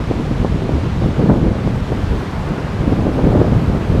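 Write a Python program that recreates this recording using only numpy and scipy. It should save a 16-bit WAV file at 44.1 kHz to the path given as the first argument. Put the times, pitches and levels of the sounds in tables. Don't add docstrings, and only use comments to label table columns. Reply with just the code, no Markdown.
import sys
import numpy as np
from scipy import signal
from scipy.fft import rfft, irfft
from scipy.io import wavfile
from scipy.ndimage import uniform_filter1d, minimum_filter1d

SR = 44100
rng = np.random.default_rng(int(sys.argv[2]) if len(sys.argv) > 2 else 0)


def wav_out(sig):
    wavfile.write(sys.argv[1], SR, np.round(np.clip(np.atleast_2d(sig).T, -1, 1) * 32767).astype(np.int16))


N = 176400

# (time [s], level [dB])
WIND_LEVEL = [(0, -20.5), (.05, -30), (.12, -20), (.23, -23), (.3, -22), (.35, -24.5), (.44, -19.5),
              (.5, -24), (.7, -18.5), (.8, -25.5), (.88, -21), (.94, -30), (1.04, -18), (1.14, -24),
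              (1.22, -12.5), (1.27, -21.5), (1.3, -10.5), (1.39, -19.5), (1.46, -16.5), (1.63, -21.5),
              (1.72, -20.5), (1.87, -29.5), (1.93, -20), (2.07, -28), (2.13, -19), (2.28, -32), (2.41, -30),
              (2.5, -21), (2.6, -24.5), (2.78, -28), (2.82, -20.5), (3.0, -19.5), (3.06, -16), (3.13, -21),
              (3.21, -16), (3.26, -14.5), (3.42, -12.5), (3.49, -20), (3.54, -17), (3.6, -21.5),
              (3.76, -19), (3.84, -20), (3.97, -17.5), (4, -15)]


def buffeting(t):
    # (frequency [Hz], level [dB])
    spectrum = [(30, -52), (70, 0), (120, -0.5), (220, 0), (330, -5), (500, -10.5), (750, -21.5),
                (1100, -28), (2000, -58), (5000, -80)]
    light_wind_db, octaves_per_db = -20, 0.04
    level_db = curve(WIND_LEVEL, t)
    flutter_db = 1.8 * wander(rate_hz=70)
    octaves = np.clip(octaves_per_db * (level_db + flutter_db - light_wind_db), -1, 1)
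    blend = np.zeros(N)
    for shift in (-0.81, -0.5, 0.02, 0.51, 0.8):
        weight = np.sqrt(np.maximum(1 - 2 * abs(octaves - shift), 0))
        blend += weight * noise(spectrum, shift)
    return amp(level_db) * steadied(blend * amp(flutter_db), window_s=0.064)


def rumble(t):
    # (time [s], level [dB])
    swells = [(0, -20), (.08, -22.5), (.35, -18.5), (.56, -18.5), (.66, -24.5), (.73, -17.5), (.8, -19.5),
              (.97, -19), (1.07, -14.5), (1.12, -26), (1.19, -17.5), (1.33, -16.5), (1.58, -22),
              (1.76, -16), (1.9, -23), (1.97, -21.5), (2.13, -14), (2.26, -28.5), (2.4, -17.5), (2.6, -31),
              (2.66, -22), (2.76, -23), (2.83, -24.5), (3.02, -16), (3.19, -26), (3.26, -11.5), (3.46, -22),
              (3.54, -12), (3.65, -19), (3.75, -15.5), (3.82, -34), (3.89, -16), (4, -14)]
    # (frequency [Hz], level [dB])
    spectrum = [(8, -55), (18, -33), (30, -11), (55, -7), (110, -8), (170, -10), (300, -23.5), (800, -75)]
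    return amp(curve(swells, t)) * steadied(noise(spectrum), window_s=0.062)


def patter(t):
    eddies_per_s, above_wind_db = 45, 4
    pitches_hz = np.geomspace(110, 490, 10)
    pulse_t = np.arange(-SR // 20, SR // 20) / SR
    strength = amp(curve(WIND_LEVEL, t) + above_wind_db)
    out = np.zeros(N)
    for hz in pitches_hz:
        hits = rng.random(N) < eddies_per_s / len(pitches_hz) / SR
        out += signal.oaconvolve(hits * strength, eddy(pulse_t, hz), "same")
    return out


def thumps(t):
    # (time [s], level [dB], pitch [Hz])
    hits = [(0.1126, -5.5, 400), (.448, -3.5, 480), (0.6929, -8.5, 478), (.739, -9.5, 186.5),
            (1.023, -7, 330), (1.2621, -7.5, 430), (1.2982, -1, 525), (1.313, -14, 480), (1.341, -8, 483),
            (1.6756, -9, 600), (1.9221, -8, 370), (2.811, -7, 130), (2.839, -10, 320), (2.879, -6.5, 200),
            (2.9241, -4, 340), (2.99, -6, 333), (3.069, -5.5, 450), (3.1927, -8.5, 484),
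            (3.2697, -4.5, 328), (3.3962, -7, 322), (3.9518, -9, 327)]
    # (frequency [Hz], level [dB])
    wake_spectrum = [(60, -23), (200, 2), (400, 0.5), (650, -1.5), (1000, -5), (1500, -29), (4000, -82)]
    wake_db, rise_s, decay_s = -10, 0.006, 0.0066
    pulses, wake = np.zeros(N), np.zeros(N)
    for at, db, hz in hits:
        near = abs(t - at) < 0.1
        age = np.maximum(t[near] - at, 0)
        pulses[near] += amp(db) * eddy(t[near] - at, hz)
        wake[near] += amp(db + wake_db) * np.minimum(age / rise_s, 1) * np.exp(-age / decay_s)
    return pulses + wake * noise(wake_spectrum)


def eddy(t, hz):
    u = np.pi * hz * t
    return -u / (1 + u ** 2 / 2) ** 3 / 0.351


def surf(t):
    # (frequency [Hz], level [dB])
    roar_spectrum = [(80, -17), (250, 0), (480, -0.5), (950, -4), (1500, -9.5), (2500, -20), (5000, -31.5),
                     (15000, -53)]
    # (time [s], level [dB])
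    roar_level = [(0, -31.5), (1.5, -31), (2.1, -30), (2.5, -28), (2.75, -29.5), (3.4, -28), (4, -29)]
    # (frequency [Hz], level [dB])
    wash_spectrum = [(300, -20), (1000, 2.5), (2000, 1.5), (3100, -1.5), (4200, -6), (6000, -12.5),
                     (8000, -18), (11000, -26), (15000, -42.5)]
    # (time [s], level [dB])
    wash_level = [(0, -38), (1.15, -38), (1.36, -39.5), (1.85, -38.5), (2.1, -37.5), (2.45, -39),
                  (3.4, -39), (4, -38.2)]
    patch_db, swell_db = 0.57, 0.22
    roar = amp(curve(roar_level, t)) * patchy(noise(roar_spectrum), patch_db)
    wash = amp(curve(wash_level, t)) * patchy(noise(wash_spectrum), patch_db)
    return (roar + wash) * amp(swell_db * wander(rate_hz=12))


def hiss(t):
    # (frequency [Hz], level [dB])
    spectrum = [(2000, -20), (6000, -1), (10000, 0), (13000, -1.5), (15000, -3.5), (17000, -20)]
    # (time [s], level [dB])
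    swells = [(0, -67), (1.45, -72), (1.8, -64), (1.94, -60.5), (2.12, -64), (2.205, -56.5), (2.27, -63),
              (2.86, -64), (2.91, -58.5), (3.05, -64), (3.11, -63), (3.14, -57.5), (3.22, -61), (3.45, -62),
              (3.65, -60), (4, -62)]
    air = noise(spectrum)
    grain_db = 2.5 * wander(rate_hz=200)
    return amp(curve(swells, t)) * unit(air * amp(grain_db))


def amp(db):
    return 10 ** (np.asarray(db) / 20)


def unit(x):
    return x / np.sqrt(np.mean(x ** 2) + 1e-20)


def curve(points, t):
    return np.interp(t, *np.transpose(points))


def wander(rate_hz):
    ratio = np.fft.rfftfreq(N, 1 / SR) / rate_hz
    return unit(irfft(rfft(rng.standard_normal(N)) * ratio / (1 + ratio ** 4), N))


def noise(spectrum, octaves=0):
    hz = np.fft.rfftfreq(N, 1 / SR) / 2. ** octaves
    points_hz, points_db = np.transpose(spectrum)
    shape_db = np.interp(np.log(hz + 1), np.log(points_hz + 1), points_db)
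    return unit(irfft(rfft(rng.standard_normal(N)) * amp(shape_db), N))


def steadied(x, window_s):
    size = int(window_s * SR)
    power = uniform_filter1d(uniform_filter1d(x ** 2, size), size)
    return unit(x / np.sqrt(power + 1e-6))


def patchy(x, depth_db):
    frames = signal.stft(x, nperseg=1024, noverlap=768)[2]
    patches = uniform_filter1d(rng.standard_normal(frames.shape), size=14, axis=0)
    patches = uniform_filter1d(patches, size=18, axis=1)
    frames *= amp(depth_db * unit(patches))
    return unit(signal.istft(frames, nperseg=1024, noverlap=768)[1][:N])


def scene():
    t = np.arange(N) / SR
    puffs = unit(amp(2.4 * np.tanh(wander(rate_hz=11))))
    wind = puffs * (buffeting(t) + rumble(t) + patter(t)) + thumps(t)
    return (wind + surf(t) + hiss(t))[None]


def record(dry):
    ceiling_db, release_db_per_s, cutoff_hz, fade_s = -0.5, 43, 15250, 0.002
    t = np.arange(N) / SR
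    over_db = np.maximum(20 * np.log10(abs(dry[0]) + 1e-9) - ceiling_db, 0)
    duck_db = np.maximum.accumulate(over_db + release_db_per_s * t) - release_db_per_s * t
    gain = amp(uniform_filter1d(minimum_filter1d(-duck_db, size=90), size=90))
    fades = np.minimum(np.minimum(t, t[-1] - t) / fade_s, 1)
    lowpass = signal.firwin(511, cutoff_hz, window=("kaiser", 9), fs=SR)
    return signal.oaconvolve(dry * gain * fades, lowpass[None], "same")


dry = scene()
out = record(dry)
wav_out(out)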